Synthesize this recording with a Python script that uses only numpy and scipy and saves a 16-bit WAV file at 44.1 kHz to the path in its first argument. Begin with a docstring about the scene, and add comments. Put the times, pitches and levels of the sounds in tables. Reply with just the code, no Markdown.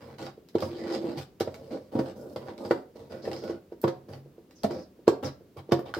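"""Two hands sort small foil-wrapped chocolate eggs on a large table, under a microphone in a small room.
First eggs are pushed, rumbling over the worn paint while their foil rustles and ticks. Then eggs are
nudged and set down: they thump and ring the tabletop, differently at each place. Pressed foil rasps,
one egg takes a long roll, and a sticking fingertip makes the board hum. Pushes and landings go on,
and near the end something hard gets one bright tap."""
import sys
import numpy as np
from scipy import signal
from scipy.fft import rfft, irfft, next_fast_len
from scipy.io import wavfile
from scipy.ndimage import uniform_filter1d

SR = 44100
rng = np.random.default_rng(int(sys.argv[2]) if len(sys.argv) > 2 else 0)


def wrap_up_sound(samples):
    """Save the sound to the file named by the first command line argument, as 16-bit audio."""
    columns = np.atleast_2d(samples).T
    # keep every value between -1 and 1, then stretch to whole-number steps
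    tamed = np.clip(columns, -1, 1)
    steps = np.round(tamed * 32767).astype(np.int16)
    wavfile.write(sys.argv[1], SR, steps)


N = 264423
TIME_S = np.arange(N) / SR


def amp(db):
    """Decibels to gain."""
    return 10 ** (np.asarray(db) / 20)


def unit(x):
    """Scales to rms 1."""
    return x / np.sqrt(np.mean(x ** 2) + 1e-20)


def read(points, hz):
    """Reads a table along a log-frequency axis."""
    points_hz, values = np.transpose(points)
    return np.interp(np.log(hz + 1), np.log(points_hz + 1), values)


def add(mix, at_s, sound):
    """Adds a sound to both channels."""
    part = mix[:, max(round(at_s * SR), 0):][:, :sound.shape[-1]]
    part += sound[..., :part.shape[1]]


def wander(shape, steps):
    """Smooth noise of rms 1, changing over the given steps per axis."""
    x = rng.standard_normal(shape)
    for axis, width in enumerate(steps):
        x = uniform_filter1d(uniform_filter1d(x, width, axis), width, axis)
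    return unit(x)


def colour(x, spectrum, tilt_db=0, ripple_db=0, size=4096):
    """Minimum-phase filter of unit energy: a tilted spectrum with random peaks from foil creases."""
    hz = abs(np.fft.fftfreq(size, 1 / SR))
    creases_hz = np.geomspace(700, SR / 2, num=50)
    peaks = rng.standard_normal(len(creases_hz)) * signal.windows.tukey(len(creases_hz), .1)
    db = read(spectrum, hz) + tilt_db * np.log2(1 + hz / 2000)
    db += ripple_db * np.interp(hz, creases_hz, peaks)
    response = np.exp(np.conj(signal.hilbert(np.log(amp(db)))))
    taps = np.fft.ifft(response).real[:size // 2]
    return signal.oaconvolve(x, taps[None] / np.linalg.norm(taps), axes=1)[:, :x.shape[1]]


# microphone pair: (frequency [Hz], correlation [0-1])
MIC_CORRELATION = [(100, 0.99), (250, 0.95), (500, 0.93), (1000, 0.3), (2000, 0.48), (4000, 0.31),
                   (8000, 0.04)]
def pair(x):
    """Two unrelated signals become a microphone pair: alike in the bass, apart in the treble."""
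    size = next_fast_len(x.shape[1])
    same = np.clip(read(MIC_CORRELATION, np.fft.rfftfreq(size, 1 / SR)), 0, 1)
    mid, side = rfft(x, size) * np.sqrt([(1 + same) / 2, (1 - same) / 2])
    return irfft(np.array([mid + side, mid - side]), size)[:, :x.shape[1]]


def noise(count):
    """White noise at the microphone pair."""
    return pair(rng.standard_normal((2, count)))


def grains(count, per_s, spread_db):
    """Tiny random contacts of uneven strength."""
    strength = amp(spread_db * np.minimum(rng.exponential(1, count), 4))
    hits = rng.random(count) < per_s / SR
    return unit(pair(strength * hits * rng.choice([-1., 1.], (2, count))))


# background spectrum: (frequency [Hz], density [dB])
BACKGROUND_SPECTRUM = [(25, -22), (50, -1.5), (135, -2.5), (180, 4), (400, 1), (800, -16), (2000, -24),
                       (5000, -27.5), (9000, -33.5), (16000, -28)]
def background(level_db=-57.5):
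    """Quiet, steady, bass-heavy noise."""
    return amp(level_db) * colour(noise(N), BACKGROUND_SPECTRUM)


def gesture(length_s, swell_share=0.11, fade_share=0.78):
    """A hand movement swells, holds and fades; returns strength and progress."""
    progress = np.clip(TIME_S[:SR * 3 // 5] / length_s, 0, 1)
    ramp = np.clip(np.minimum(progress / swell_share, (1 - progress) / fade_share), 0, 1)
    return np.sin(np.pi / 2 * ramp), progress


def turning(rub, depth_db=3, size=512):
    """As an egg turns, other creases touch the table and shift the resonances of its rub."""
    spectra = signal.stft(rub, nperseg=size)[2]
    spectra *= amp(depth_db * wander(spectra.shape[1:], steps=(3, 7)))
    return unit(signal.istft(spectra, nperseg=size)[1][:, :rub.shape[1]])


# spectra of hand drag, foil and board rumble: (frequency [Hz], density [dB])
DRAG_SPECTRUM = [(40, -27.5), (75, -10.5), (99, 1), (117, -17.5), (136, 6.5), (160, -28), (300, -46.5)]
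FOIL_SPECTRUM = [(300, -30.5), (700, 13.5), (1200, 7), (2000, 4), (2700, 0), (3700, 1), (4900, 4),
                 (6500, -9.5), (8000, -9.5), (10000, -20), (12500, -14), (15200, -21), (16200, -42)]
RUMBLE_SPECTRUM = [(110, -44), (200, 4), (280, 4), (370, -1.5), (550, 8), (720, -9.5), (900, -13.5),
                   (1400, -21.5), (2400, -54), (5000, -63)]
def slide(stroke, rumble_db, rustle_db, drag_db, tilt_db, clump_db=2.0):
    """The dragging hand stirs the lowest modes, the egg's foil rubs and its wrinkles bump the board."""
    count = len(stroke)
    friction = amp(drag_db) * stroke * grains(count, per_s=1200, spread_db=-0.5)
    drag = colour(friction, DRAG_SPECTRUM, size=16384)
    clumps = amp(clump_db * wander(count, steps=[SR // 90]))
    rub = turning(grains(count, per_s=1800, spread_db=3.8) * clumps)
    bumps = amp(rumble_db - 1) * stroke * grains(count, per_s=600, spread_db=2.0)
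    rustle = colour(amp(rustle_db) * stroke * rub, FOIL_SPECTRUM, tilt_db)
    return drag + rustle + colour(bumps, RUMBLE_SPECTRUM, ripple_db=6)


def drone(hz, width_hz=105, per_s=540):
    """Tiny contacts under a moving egg feed one resonance that follows the pitch curve."""
    carrier = np.exp(2j * np.pi * np.cumsum(hz) / SR)
    pole = np.exp(-np.pi * width_hz / SR)
    contacts = grains(len(hz), per_s, spread_db=-1.0)
    baseband = signal.lfilter([1], [1, -2 * pole, pole * pole], contacts / carrier)
    return unit((carrier * baseband).real)


# pushes: (time [s], length [s], rumble [dB], rustle [dB], hand drag [dB], foil tilt [dB/octave])
EGG_PUSHES = [(0.0, 0.19, -50, -53, -52, -6), (0.18, 0.135, -41, -48, -48.5, 1),
              (0.61, 0.1, -36.5, -50.5, -38, 0.5), (1.171, 0.071, -47, -43, -43, 1),
              (1.469, 0.48, -48.5, -65.5, -54.5, 4), (1.702, 0.095, -36, -52.5, -66, -1),
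              (1.915, 0.2, -38.5, -52.5, -44.5, -6.5), (2.056, 0.086, -41.5, -53.5, -66, 0.5),
              (2.148, 0.26, -43, -65.5, -51, 14), (2.367, 0.23, -44.5, -63, -51, -1.5),
              (2.466, 0.088, -43.5, -53.5, -64, -6.5), (2.569, 0.27, -40.5, -59, -71, 7),
              (2.948, 0.16, -48.5, -62.5, -54.5, 1), (3.094, 0.16, -43, -56, -52, -1.5),
              (3.222, 0.24, -39, -56.5, -46.5, 0.5), (3.41, 0.19, -39, -58, -50.5, -3),
              (4.08, 0.14, -46.5, -60.5, -47, -3), (4.695, 0.15, -38, -53, -49.5, -9.5),
              (5.225, 0.08, -32.5, -41, -36.5, -5), (5.566, 0.05, -51, -46.5, -43, -11.5),
              (5.852, 0.083, -48.5, -53, -50, -6), (5.966, 0.041, -37.5, -44.5, -37, -6.5)]
def pushes(usual_hz=373, usual_db=-37, load_hz_per_db=12, sag_share=0.25):
    """An egg slides over the paint; its drone is lower under a heavy push and sinks as it slows."""
    out = np.zeros((2, N))
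    for at_s, length_s, rumble_db, rustle_db, drag_db, tilt_db in EGG_PUSHES:
        stroke, progress = gesture(length_s)
        start_hz = usual_hz - load_hz_per_db * (rumble_db - usual_db)
        add(out, at_s, slide(stroke, rumble_db, rustle_db, drag_db, tilt_db))
        add(out, at_s, amp(rumble_db - 5) * stroke * drone(start_hz * (1 - sag_share * progress)))
    return out


def crunch(snap_s, settle_s, settle_db, tilt_db, rise_s):
    """Foil creases snap at the contact and settle just after it."""
    t = TIME_S[:SR // 12]
    decay = np.exp(-t / snap_s) + amp(settle_db) * np.exp(-t / settle_s)
    envelope = decay * (1 - np.exp(-t / rise_s))
    return colour(noise(len(t)) * envelope, FOIL_SPECTRUM, tilt_db, ripple_db=3.2)


# foil ticks: (time [s], level [dB], tilt [dB/octave])
FOIL_TICKS = [(0.193, -39, -5), (0.2268, -37, 0.5), (0.266, -31, -8.5), (0.487, -48.5, 7.5),
              (0.584, -34, -2.5), (0.605, -36.5, 5), (1.401, -31.5, 7.5), (1.543, -39, 3.5),
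              (2.361, -35.5, 2), (2.484, -35.5, -8.5), (2.579, -43, 2), (3.121, -39, -5),
              (3.253, -36.5, -3), (3.315, -34, -1), (3.331, -33, 1), (3.364, -39, 0), (3.438, -43, 3),
              (3.478, -38, -2), (3.816, -38.5, 21), (4.135, -37.5, -6.5), (4.509, -50, 4.5),
              (4.634, -32.5, 7), (5.792, -48, 16), (5.94, -36.5, 3.5), (5.947, -29.5, -3.5)]
def ticks():
    """Light contacts with another egg or a fingernail sound the foil alone."""
    out = np.zeros((2, N))
    for at_s, level_db, tilt_db in FOIL_TICKS:
        tick = crunch(snap_s=0.00094, settle_s=0.016, settle_db=-11.0, tilt_db=tilt_db, rise_s=0.00016)
        add(out, at_s, amp(level_db) * tick)
    return out


def thump(hz, best_hz=364, octave_off_db=-13, crest_s=0.0023):
    """The board flexes under the egg for a few milliseconds, most readily at one pitch."""
    t = TIME_S[:SR // 20]
    envelope = (t / crest_s * np.exp(1 - t / crest_s)) ** 2
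    gain = amp(4.5 + octave_off_db * np.log2(hz / best_hz) ** 2)
    return -gain * envelope * np.sin(2 * np.pi * hz * t)


# chocolate shell spectrum: (frequency [Hz], density [dB])
SHELL_SPECTRUM = [(250, -25), (600, -8), (900, 4.5), (1150, 1.5), (1600, -7.5), (2600, -22), (6000, -45.5)]
def clack(rise_s, decay_s=0.0037):
    """The hard shell answers with a brief, unpitched clack."""
    t = TIME_S[:SR // 12]
    envelope = np.exp(-t / decay_s) * (1 - np.exp(-t / rise_s))
    return unit(colour(noise(len(t)) * envelope, SHELL_SPECTRUM)) * np.sqrt(np.mean(envelope ** 2))


# tabletop modes: (frequency [Hz], t60 [s], struck left [dB], struck middle [dB], struck right [dB])
BOARD_MODES = [(97, 0.22, -23, -11.5, -38), (135.2, 0.42, -4.5, -17, -33), (208.3, 0.14, -13, -11.5, -48),
               (273, 0.18, -18, -13.5, -16), (334.2, 0.15, 10.5, -35.5, -12), (393.7, 0.1, -45, -8, -2.5),
               (452, 0.33, -20, -26, -17.5), (536, 0.175, 0, -15, -12.5), (635, 0.066, -40, 0, -47),
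               (734.4, 0.18, -6, -19, -17), (934, 0.11, -13.5, -20, -19), (1149, 0.039, -30, -27, -23),
               (1331, 0.028, -17, -15.5, -32)]
def tabletop(place, rise_s, apart_hz=620):
    """The board rings; the strength of each mode depends on where it is struck."""
    t = TIME_S[:SR * 3 // 4]
    ring = np.zeros((2, len(t)))
    for k, (hz, t60_s, *place_db) in enumerate(BOARD_MODES):
        envelope = amp(np.interp(place, np.arange(3), place_db) - 60 * t / t60_s)
        detune = 1 + .008 * rng.standard_normal()  # resting hands load the board
        # short waves reach the two microphones out of step
        skew_rad = np.array([[.5], [-.5]]) * np.tanh((hz / apart_hz) ** 2 * 2) * (-1) ** k
        ring += (-1) ** k * envelope * np.sin(2 * np.pi * hz * detune * t + skew_rad)
    return ring * (1 - np.exp(-t / rise_s))


def landing(out, at_s, blow_db, place, hz, clack_db, foil_db, touch_s=0.0047):
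    """One egg lands: foil brush, soft first touch, then thump, clack, foil snap and board ring."""
    contact_s = 0.00099 * amp(-blow_db / 2)  # foil cushions a gentle landing for longer
    flex = thump(hz)
    brush = crunch(snap_s=0.0089, settle_s=0.013, settle_db=-6.5, tilt_db=-9.0, rise_s=0.02)
    snap = crunch(snap_s=0.0027, settle_s=0.012, settle_db=-12.5, tilt_db=1.36, rise_s=contact_s)
    add(out, at_s - 2 * touch_s, amp(blow_db + foil_db - 25) * brush)
    add(out, at_s - touch_s, amp(blow_db - 26) * flex)
    add(out, at_s, amp(blow_db) * flex)
    add(out, at_s, amp(blow_db + clack_db - 12.5) * clack(contact_s))
    add(out, at_s, amp(blow_db + foil_db - 20.5) * snap)
    add(out, at_s, amp(blow_db - 2.5) * tabletop(place, contact_s))


# eggs nudged: (time [s], blow [dB])
EGG_NUDGES = [(0.378, -41), (1.755, -33), (2.958, -38.5), (3.146, -34.5), (3.438, -30), (3.721, -32),
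              (4.094, -40.5), (4.259, -43), (4.381, -41), (4.502, -52), (4.991, -45.5), (5.408, -45.5),
              (5.565, -38.5), (5.691, -31), (5.967, -28)]
# eggs set down: (time [s], blow [dB], place [0 left, 2 right], thump [Hz], clack [dB], foil [dB])
EGG_LANDINGS = [(0.552, -14.5, 1.32, 395, -2, 0.5), (0.623, -22.5, 0.59, 547, 15, 10),
                (1.042, -29, 1.5, 373, -16, -10), (1.407, -17.5, 1.2, 432, 7, 14),
                (1.474, -24.5, 1.01, 484, 2, 3.5), (1.952, -18.5, 0.48, 286, -16, -4),
                (1.989, -19.5, 0.42, 312, 5, 6), (1.9935, -21, 0.95, 343, -9, 6),
                (2.36, -26.5, 1.1, 492, 10, -6), (2.649, -28, 0.96, 540, 8, 16),
                (2.7092, -10.5, 1.68, 470, 8.5, 4), (3.276, -21, 1.57, 477, -11, 3),
                (3.497, -24.5, 2.5, 400, 5, 8), (3.839, -14, 0.43, 410, 10.5, 2.5),
                (3.877, -23.5, 0.3, 380, 15, 17), (4.638, -14.5, 1, 622, -5, 0),
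                (4.6427, -12, 0.97, 674, -9, 1), (4.6473, -25.5, 1, 636, -12, -9),
                (4.707, -28, 0.38, 370, 10, 15), (5.078, -7, 1.62, 417, 6, 6),
                (5.7196, -11, 0.36, 372, 8, 12), (5.79, -25.5, 0.43, 386, 8, -3)]
def knocks():
    """Eggs are set down one by one; nudged eggs tip over and bump the board lightly."""
    out = np.zeros((2, N))
    for row in EGG_LANDINGS:
        landing(out, *row)
    for at_s, blow_db in EGG_NUDGES:
        landing(out, at_s, blow_db, place=1.86, hz=426, clack_db=-6, foil_db=4)
    return out


# foil rasps: (time [s], length [s], level [dB], band centre [Hz])
FOIL_RASPS = [(0.616, 0.035, -48.5, 5060), (0.73, 0.27, -61.5, 4350), (1.712, 0.068, -62, 4650),
              (3.22, 0.061, -55, 4900), (3.339, 0.23, -58, 4900), (4.551, 0.11, -64.5, 5400),
              (4.701, 0.17, -57.5, 4920), (5.243, 0.039, -43, 5200), (5.864, 0.039, -59, 3080)]
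def rasps(waver_share=0.057):
    """Pressed foil rasps in one wavering band."""
    out = np.zeros((2, N))
    for at_s, length_s, level_db, centre_hz in FOIL_RASPS:
        stroke, _ = gesture(length_s)
        hz = centre_hz * (1 + waver_share * wander(len(stroke), steps=[SR // 40]))
        add(out, at_s, amp(level_db) * stroke * drone(hz, width_hz=1300, per_s=2500))
    return out


# course of the long roll: (time [s], rumble [dB], rustle [dB], drone [Hz])
ROLL_CURVE = [(0.681, -46.5, -54.5, 306), (0.83, -41, -51, 393), (0.901, -37, -47, 382),
              (0.959, -33.5, -39, 357), (1.012, -44.5, -59, 322), (1.042, -36, -51, 350),
              (1.112, -38, -50, 312), (1.144, -46.5, -58.5, 318), (1.2, -36.5, -47, 320)]
def roll(ease_s=0.02):
    """One egg rolls a long way; each shove raises the pitch, which then sinks."""
    times_s, *columns = np.transpose(ROLL_CURVE)
    start_s, end_s = times_s[0], times_s[-1]
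    t = start_s + TIME_S[:SR * 3 // 5]
    rumble_db, rustle_db, hz = (np.interp(t, times_s, column) for column in columns)
    stroke = np.clip(np.minimum(t - start_s, end_s - t) / ease_s, 0, 1)
    out = np.zeros((2, N))
    add(out, start_s, slide(stroke, rumble_db, rustle_db, drag_db=-55.5, tilt_db=-1))
    add(out, start_s, amp(rumble_db + 1.5) * stroke * drone(hz))
    return out


# fingertip judders: (time [s], length [s], level [dB], pitch [Hz])
FINGER_JUDDERS = [(1.17, 0.057, -36, 141), (4.099, 0.22, -40, 135.7)]
def judders(waver_share=0.019):
    """A sticking fingertip makes the board hum."""
    out = np.zeros((2, N))
    for at_s, length_s, level_db, centre_hz in FINGER_JUDDERS:
        stroke, _ = gesture(length_s)
        hz = centre_hz * (1 + waver_share * wander(len(stroke), steps=[SR // 40]))
        add(out, at_s, amp(level_db) * stroke * np.sin(2 * np.pi * np.cumsum(hz) / SR))
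    return out


# modes of the tapped object: (frequency [Hz], level [dB], t60 [s])
TAP_MODES = [(1425, -4.5, 0.019), (1534, -5.5, 0.017), (3070, -11, 0.0088)]
def tap(at_s=5.9398, gain_db=-20.5):
    """Something hard is tapped once and rings briefly."""
    out, t = np.zeros((2, N)), TIME_S[:SR // 10]
    for hz, level_db, t60_s in TAP_MODES:
        add(out, at_s, amp(gain_db + level_db - 60 * t / t60_s) * np.sin(2 * np.pi * hz * t))
    return out


# room decay: (frequency [Hz], t60 [s])
ROOM_DECAY = [(80, 1), (210, 0.12), (560, 0.35), (1470, 0.31), (4500, 0.26), (10000, 0.17), (16000, 0.27)]
# near echoes: (delay [s], level [dB])
ROOM_ECHOES = [(.006, -11.5), (.0087, -14), (0.0115, -14.5), (0.0179, -13.5)]
def room(x, echo_db=1, tail_db=-8, treble_db=4, rise_s=0.00018):
    """A few near echoes and a short diffuse tail, stronger for the widely radiating foil."""
    t = TIME_S[:SR * 3 // 4]
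    hz, age_s, spectra = signal.stft(noise(len(t)), SR, nperseg=256)
    t60_s = read(ROOM_DECAY, hz)[:, None]
    shelf_db = treble_db * (hz / (hz + 2000))[:, None]
    energy_norm = np.sqrt(2 * np.log(1000) / (t60_s * SR))
    spectra *= amp(shelf_db - 60 * age_s / t60_s) * energy_norm
    tail = signal.istft(spectra, SR, nperseg=256)[1][:, :len(t)]
    response = amp(tail_db) * tail * (1 - np.exp(-t / rise_s))
    for delay_s, level_db in ROOM_ECHOES:
        for channel, lag_s in enumerate(rng.uniform(-0.00015, 0.00021, 2)):
            response[channel, round((delay_s + lag_s) * SR)] += amp(level_db + echo_db)
    return x + signal.fftconvolve(x, response, axes=1)[:, :N]


def scene():
    """The table sounds in the room, slightly to the right, over a quiet background."""
    floor = background()
    table = knocks() + ticks() + pushes() + roll() + rasps() + judders() + tap()
    return room(table) * amp([[-.7], [.6]]) + floor


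def record(dry, low_cut_hz=48, high_cut_hz=16150):
    """The microphone's bass roll-off and the recorder's band limit."""
    highpass = signal.butter(2, low_cut_hz, "highpass", fs=SR, output="sos")
    lowpass = signal.firwin(511, high_cut_hz, window=("kaiser", 9), fs=SR)
    return signal.oaconvolve(signal.sosfilt(highpass, dry), lowpass[None], "same")


dry = scene()
out = record(dry)
wrap_up_sound(out)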